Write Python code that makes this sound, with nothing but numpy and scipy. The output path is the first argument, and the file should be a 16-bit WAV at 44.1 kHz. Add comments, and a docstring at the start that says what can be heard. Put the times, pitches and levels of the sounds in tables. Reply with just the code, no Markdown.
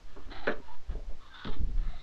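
"""Small room, close to the microphone: fingers work at a window of a large hollow cardboard calendar box.
A nail scrapes along the flap; the flap snaps past its edge in quick noise steps and rings the box's modes.
The hands slide, tap and shift their grip: fibre slips through card responses, chatter, squeaks and thuds.
Flexing panels push slow puffs of air at the microphone, over quiet room noise."""
import sys
import numpy as np
from scipy import signal
from scipy.fft import rfft, irfft
from scipy.io import wavfile
from scipy.ndimage import uniform_filter1d

SR = 44100
rng = np.random.default_rng(int(sys.argv[2]) if len(sys.argv) > 2 else 0)


def int16_out(signal):
    """Quantize to a 16-bit WAV file."""
    q = np.round(np.clip(np.atleast_2d(signal).T, -1, 1) * 32767)
    wavfile.write(sys.argv[1], SR, q.astype(np.int16))


N = 89126
T = np.arange(N) / SR  # s
FREQ = np.maximum(np.fft.rfftfreq(2 * N, 1 / SR), 1)  # Hz
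# skin or nail sliding on card, relative spectrum: freq_hz, gain_db
SLIDE_SPECTRUM = [(240, -17), (600, -16), (900, 9.5), (1500, 11.5), (2050, 6.5), (2400, 0), (3000, 6.5),
                  (3500, 12), (4600, -1), (5300, -14.5), (6500, -25), (9000, -35), (15000, -67)]


def undb(db):
    """Amplitude of a level in dB."""
    return 10 ** (np.asarray(db) / 20)


def unit(x):
    """Scale to rms 1."""
    return x / np.sqrt(np.mean(x ** 2))


def impulse(x):
    """Scale a response to energy 1."""
    return x / np.sqrt(np.sum(x ** 2))


def fade(t60_s):
    """Exponential decay, 60 dB in t60_s."""
    return np.exp(-np.log(1000) * T / max(t60_s, 1e-3))


def ease(u):
    """Smooth step from 0 to 1."""
    return np.sin(np.pi / 2 * np.clip(u, 0, 1)) ** 2


def conv(x, h):
    """Convolution cut to the scene's length."""
    return signal.fftconvolve(x, h)[:N]


def late(x, start_s):
    """The same sound, starting at start_s."""
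    return np.concatenate([np.zeros(max(int(start_s * SR), 0)), x])[:N]


def response(gain):
    """Minimum-phase response of the given gain over FREQ, energy 1."""
    cepstrum = irfft(np.log(gain + 1e-6))
    # fold the cepstrum to its causal half
    cepstrum[1:N] *= 2
    cepstrum[N + 1:] = 0
    return impulse(irfft(np.exp(rfft(cepstrum)))[:N])


def colour(points):
    """Causal response through (freq_hz, gain_db) points, linear in dB over log frequency."""
    hz, db = np.array(points).T
    return response(undb(np.interp(np.log(FREQ), np.log(hz), db)))


def scatter(t60_s):
    """Dense reflections dying away, with an even spectrum."""
    spectrum = rfft(rng.standard_normal(N) * fade(t60_s))
    spectrum /= np.sqrt(uniform_filter1d(abs(spectrum) ** 2, size=300))
    return impulse(irfft(spectrum, N) * (T < 2 * t60_s + .01))


def stroke(start_s, attack_s, hold_s, release_s, level_db):
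    """Pressure of one stroke: linear swell, hold, then 20 dB down per release_s."""
    u = T - start_s
    swell = np.clip(u / max(attack_s, .002), 0, 1)
    decay = 10 ** (-np.maximum(u - attack_s - hold_s, 0) / max(release_s, .002))
    return undb(level_db) * swell * decay


def fibres():
    """Dense slips of uneven size as a finger crosses paper fibres, catching and easing as it goes."""
    slips_per_s, catch_db, catch_hz = 3000, 2, 60
    slips = rng.random(N) < slips_per_s / SR
    catch = np.interp(T * catch_hz, np.arange(N), rng.standard_normal(N))
    return unit(slips * rng.standard_normal(N) * undb(catch_db * catch))


def rubbing(strokes, spectrum):
    """Fibre slips under the strokes, spread by waves in the panel and coloured by the card."""
    panel_db, panel_t60_s = -2, .036
    slips = fibres() * sum(stroke(*row) for row in strokes)
    waves = impulse(rng.standard_normal(N) * fade(panel_t60_s))
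    panel = impulse(signal.unit_impulse(N) + undb(panel_db) * waves)
    return conv(slips, impulse(conv(panel, colour(spectrum))))


def flap():
    """The flap cracks over its edge in quick steps and rasps past it; the first step rings the box."""
    # catching and letting go: start_s, level_db
    snaps = [(0.4724, 1.5), (0.4793, 3), (0.4832, -3.5), (0.491, 0), (0.4989, -8)]
    # crack, relative spectrum: freq_hz, gain_db
    crack_spectrum = [(80, -28), (190, -8), (300, -4.5), (450, -3), (650, -12.5), (1100, -14.5), (1550, -6),
                      (2100, -18.5), (2400, -16.5), (3300, -28), (4150, -22), (4700, -52), (5900, -38),
                      (7200, -68), (10000, -76), (15000, -70)]
    # rasp past the window's edge: start_s, attack_s, hold_s, release_s, level_db
    rasp_strokes = [(.472, 0.002, 0.037, 0.066, -38)]
    # rasp, relative spectrum: freq_hz, gain_db
    rasp_spectrum = [(120, -28.5), (220, 7.5), (450, 0.5), (700, -0.5), (1000, 2.5), (1550, -3.5),
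                     (2100, -13), (2400, -14), (3300, -16), (4150, -26), (4700, -35), (5900, -41),
                     (7200, -45), (15000, -71)]
    crack_db, crack_t60_s, tail_db, tail_t60_s, ring_db = -5, .012, -3.5, .21, 3
    soft_card_hz = 2440  # soft card dulls each step above this

    steps = 0
    for start_s, level_db in snaps:
        step = impulse(signal.unit_impulse(N) + 1.3 * scatter(crack_t60_s))
        steps = steps + undb(level_db) * late(step, start_s)
    steps = signal.sosfilt(signal.butter(1, soft_card_hz, fs=SR, output="sos"), steps)
    first_s = snaps[0][0]
    tail = late(scatter(tail_t60_s), first_s)
    card = conv(undb(crack_db) * steps + undb(tail_db) * tail, colour(crack_spectrum))
    ring = undb(ring_db) * late(box(), first_s)
    return card + rubbing(rasp_strokes, rasp_spectrum) + ring


def box():
    """Hollow-box ring: decaying modes that build up as the panels take up the blow."""
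    # box modes: freq_hz, level_db (relative), t60_s
    modes = [(165, -17, .17), (214, -8, .2), (245, -9, .19), (296, -10, .18), (342, -7, .18), (404, -2, .2),
             (444, 3, .19), (545, -6, .26), (594, -3, .23), (657, -12, .17), (716, -8, .16),
             (1346, -4.5, .15), (1506, -4.5, .16), (1571, -10, .17), (1705, -6.5, .17), (1793, -8, .16)]
    rise_s = .0055  # time constant
    ring = 0
    for hz, level_db, t60_s in modes:
        ring = ring + undb(level_db) * fade(t60_s) * np.sin(2 * np.pi * (hz * T + rng.random()))
    return impulse(ring * (1 - np.exp(-T / rise_s)))


def taps():
    """Soft fingertips thud on the hollow box and ring it; a lower corner sounds softer and duller."""
    # fingers landing: start_s, level_db, corner_hz, t60_s
    landings = [(0.161, -23, 700, 0.3), (0.892, -22.5, 900, 0.82), (.903, -14.5, 158, 0.27),
                (0.924, -25, 452, 0.36), (0.952, -17, 526, 0.056), (1.092, -34, 760, 0.55),
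                (1.451, -12.5, 320, 0.076), (1.468, -9.5, 293, 0.036), (1.480, -10, 266, 0.16),
                (1.602, -16, 191, 0.18), (1.618, -25, 222, 0.19), (1.692, -20.5, 236, 0.11),
                (1.773, -27, 159, 0.26)]
    low_hz, order, ring_db = 95, 3.4, -7
    thud_db, thud_t60_s = -10, .021
    out = 0
    for start_s, level_db, corner_hz, t60_s in landings:
        contact = response(1 / (1 + (FREQ / corner_hz) ** order) / (1 + (low_hz / FREQ) ** 2))
        thud = impulse(conv(scatter(t60_s) + undb(thud_db) * scatter(thud_t60_s), contact))
        ring = undb(ring_db) * impulse(conv(box(), contact))
        out = out + undb(level_db) * late(thud + ring, start_s)
    return out


def scratches():
    """A nail scrapes over card fibres."""
    # strokes: start_s, attack_s, hold_s, release_s, level_db
    strokes = [(.295, 0.027, 0.073, 0.096, -46.5), (.41, 0.021, 0.071, 0.017, -56.5)]
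    # relative spectrum: freq_hz, gain_db
    spectrum = [(150, -27.5), (330, 2.5), (560, -20), (800, 3), (1080, -1), (1550, 2), (2150, -0.5),
                (2500, -8), (4100, -4.5), (4700, -23), (6000, -35), (9000, -55), (15000, -57)]
    return rubbing(strokes, spectrum)


def slides():
    """Bright slides over card fibres."""
    # strokes: start_s, attack_s, hold_s, release_s, level_db
    strokes = [(1.18, 0.043, 0.074, 0.086, -62.5), (1.31, 0.055, 0.03, 0.081, -50),
               (1.385, 0.075, 0.021, 0.059, -47.5)]
    return rubbing(strokes, SLIDE_SPECTRUM)


def brushes():
    """Faint brushing over card fibres."""
    # strokes: start_s, attack_s, hold_s, release_s, level_db
    strokes = [(.05, 0.034, 0.045, 0.55, -62.5), (.60, 0.077, 0.071, 0.033, -62),
               (.885, 0.013, 0.041, 0.035, -60), (1.755, 0.015, 0.204, 0.15, -60)]
    # relative spectrum: freq_hz, gain_db
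    spectrum = [(240, -21), (450, -12), (720, 0), (950, -9.5), (1300, -1.5), (1800, -3), (2080, -11),
                (2800, -13), (3900, -11), (4700, -22), (7000, -31), (15000, -62)]
    return rubbing(strokes, spectrum)


def grips():
    """Dull rubs of fingers taking a new grip."""
    # strokes: start_s, attack_s, hold_s, release_s, level_db
    strokes = [(.16, 0.0037, 0.016, 0.059, -51.5), (.26, 0.043, 0.015, 0.022, -49.5),
               (.553, 0.027, 0.026, 0.014, -52), (.93, 0.013, 0.046, 0.035, -54.5),
               (1.084, 0.002, 0.025, 0.094, -59.5), (1.53, 0.035, 0.031, 0.035, -55)]
    # relative spectrum: freq_hz, gain_db
    spectrum = [(120, -17), (280, -1.5), (400, 4), (540, -4), (720, -17.5), (1500, -30.5), (5000, -74.5)]
    return rubbing(strokes, spectrum)


def palm():
    """The palm drags heavily on the box, low and dull."""
    # strokes: start_s, attack_s, hold_s, release_s, level_db
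    strokes = [(1.598, 0.014, 0.021, 0.07, -37), (1.68, 0.014, 0.18, 0.12, -51)]
    # relative spectrum: freq_hz, gain_db
    spectrum = [(40, -5), (100, 4), (165, 0.5), (280, -6), (450, -10.5), (900, -34.5), (3000, -71)]
    return rubbing(strokes, spectrum)


def scuffs():
    """Short dry scuffs that stop as the finger lifts."""
    # strokes: start_s, attack_s, hold_s, release_s, level_db
    strokes = [(.515, 0.0019, 0.0069, 0.0069, -50.5), (1.497, .034, 0.018, 0.038, -49)]
    # relative spectrum: freq_hz, gain_db
    spectrum = [(300, -25), (800, 4.5), (1250, 10), (1700, 6), (2100, 4.5), (2600, -5.5), (3000, 7),
                (3500, 6), (4100, 5), (4400, -27.5), (5400, -7), (6500, -26.5), (15000, -68.5)]
    return rubbing(strokes, spectrum)


def drags():
    """A fingertip sticks and chatters: fibre slips through one narrow resonance per stroke."""
    # strokes: start_s, attack_s, hold_s, release_s, level_db, resonance_hz, half_width_hz
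    chatters = [(0.161, .002, 0.016, 0.08, -54, 1090, 260), (0.953, 0.022, 0.031, 0.034, -57.5, 604, 90),
                (1.091, 0.002, 0.025, .07, -57.5, 640, 150), (.305, .012, .05, .03, -55, 710, 70),
                (0.393, 0.025, 0.03, .03, -51, 775, 70), (1.191, 0.015, 0.049, 0.099, -61.5, 1120, 133),
                (1.38, 0.022, 0.07, 0.05, -56, 1500, 70), (1.455, 0.025, 0.05, 0.045, -54.5, 850, 80),
                (1.81, 0.03, 0.05, 0.2, -61, 1250, 110), (1.79, .05, .03, .05, -64, 1730, 60),
                (1.79, .05, .15, .08, -65.5, 2080, 90), (1.877, 0.024, 0.078, 0.026, -61.5, 715, 70),
                (1.80, 0.17, 0.044, 0.061, -61, 3850, 240)]
    out = 0
    for *shape, hz, half_width_hz in chatters:
        resonance = response(1 / (1 + ((FREQ - hz) / half_width_hz) ** 2))
        out = out + conv(fibres() * stroke(*shape), resonance)
    return out


def squeaks():
    """Skin sticks and slips on the glossy print: a rough tone that glides with the finger's speed."""
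    # strokes: start_s, attack_s, hold_s, release_s, level_db, pitch_hz, glide_hz_per_s
    glides = [(0.581, 0.016, 0.067, .03, -64, 926, 501), (.668, 0.017, 0.07, 0.028, -55.5, 958, 207),
              (0.672, 0.015, .025, 0.071, -55, 882, -60), (1.296, 0.034, 0.055, 0.025, -55, 1624, -1700),
              (1.323, 0.023, .012, 0.032, -53, 3580, -900)]
    half_width_hz, roughness = 32, .6
    blur = response(1 / (1 + (FREQ / half_width_hz) ** 2))
    out = 0
    for start_s, attack_s, hold_s, release_s, level_db, hz, glide in glides:
        pitch_hz = hz + glide * np.clip(T - start_s, 0, attack_s + hold_s + release_s)
        wobble = conv(rng.standard_normal(N), blur) + 1j * conv(rng.standard_normal(N), blur)
        carrier = np.exp(2j * np.pi * np.cumsum(pitch_hz) / SR)
        tone = np.real((1 + roughness * wobble) * carrier)
        out = out + unit(tone) * stroke(start_s, attack_s, hold_s, release_s, level_db)
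    return out


def ticks():
    """A fingernail ticks on the edge: short scatter with the slides' spectrum."""
    # ticks: start_s, level_db
    clicks = [(0.4689, -16.5), (1.446, -16), (1.455, -22.5), (1.47, -23.5)]
    t60_s = .025
    out = sum(undb(level_db) * late(scatter(t60_s), start_s) for start_s, level_db in clicks)
    return conv(out, colour(SLIDE_SPECTRUM))


def panels():
    """Each flex is one push of air with a rebound either side, over slow squeezes and the box's sway."""
    # panel flexes: centre_s, pressure_db, half_width_s, direction (1 out, -1 in)
    flexes = [(.901, -24, .0055, -1), (.924, -32, .0058, 1), (.959, -26, .0085, 1), (1.026, -32, .012, -1),
              (1.092, -28, .008, 1), (1.13, -24.5, .028, 1), (1.606, -22.5, .004, 1),
              (1.641, -20, .0075, 1), (1.682, -27, .008, 1), (1.728, -29, .009, 1), (1.753, -26, .006, 1),
              (1.787, -18, .0095, 1), (1.822, -27, .01, 1), (1.875, -19.5, .012, 1), (1.961, -29, .017, 1)]
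    # hands squeezing and letting go: start_s, attack_s, hold_s, release_s, pressure_db
    squeezes = [(0.041, 0.033, 0.051, 0.044, -32), (0.137, 0.061, 0.057, 0.023, -31),
                (0.306, .13, 0.13, 0.048, -27.5), (0.586, 0.1976, 0.0011, 0.063, -24),
                (1.49, 0.019, 0.041, 0.18, -20)]
    # sway of the held box: time_s, level_db
    sway_levels = [(0, -49), (.3, -42), (.6, -46), (.8, -49), (.85, -54), (.93, -39), (1.02, -46),
                   (1.14, -43), (1.2, -51), (1.42, -52), (1.47, -41), (1.62, -33), (1.85, -36), (2.02, -45)]
    # sway, relative spectrum: freq_hz, gain_db
    sway_spectrum = [(3, -11), (12, -6.5), (24, -12.5), (45, -20), (90, -28), (180, -40), (400, -55.5),
                     (1000, -100), (4000, -120)]
    rebound = .81  # swing back after a flex

    sway_db = np.interp(T, *np.array(sway_levels).T)
    out = conv(rng.standard_normal(N), colour(sway_spectrum)) * undb(sway_db)
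    for start_s, attack_s, hold_s, release_s, pressure_db in squeezes:
        press = ease((T - start_s) / attack_s)
        let_go = ease((T - start_s - attack_s - hold_s) / release_s)
        out = out + undb(pressure_db) * press * (1 - let_go)
    for centre_s, pressure_db, half_width_s, direction in flexes:
        u = (T - centre_s) / half_width_s
        push = (1 - rebound * u ** 2) * np.exp(-u ** 2 / 2)
        out = out + np.sign(direction) * undb(pressure_db) * push
    return out


def room_tail(x):
    """Diffuse reflections of the small room."""
    tail_db, t60_s, delay_s = -17.5, .2, .0033
    return undb(tail_db) * conv(x, late(scatter(t60_s), delay_s))


def room_noise():
    """Steady coloured noise of the quiet room."""
    # relative spectrum: freq_hz, gain_db
    spectrum = [(40, -18.5), (157, -29.5), (400, -28.5), (700, -31.5), (1600, -35), (3400, -38.5),
                (4600, -40), (6000, -43.5), (7600, -49), (8400, -56), (12000, -60.5), (15000, -69)]
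    level_db = -61
    return undb(level_db) * unit(conv(rng.standard_normal(N), colour(spectrum)))


def scene():
    """Flap, taps and panels, rubs with a short room tail, and quiet room noise."""
    rubs = scratches() + slides() + brushes() + grips() + palm() + scuffs()
    rubs = rubs + drags() + squeaks() + ticks()
    return (flap() + taps() + rubs + room_tail(rubs) + panels() + room_noise())[None]


def record(dry):
    """The recorder cuts the top: steep elliptic low-pass."""
    top_hz = 15000
    return signal.sosfilt(signal.ellip(8, .2, 70, top_hz, fs=SR, output="sos"), dry)


dry = scene()
out = record(dry)
int16_out(out)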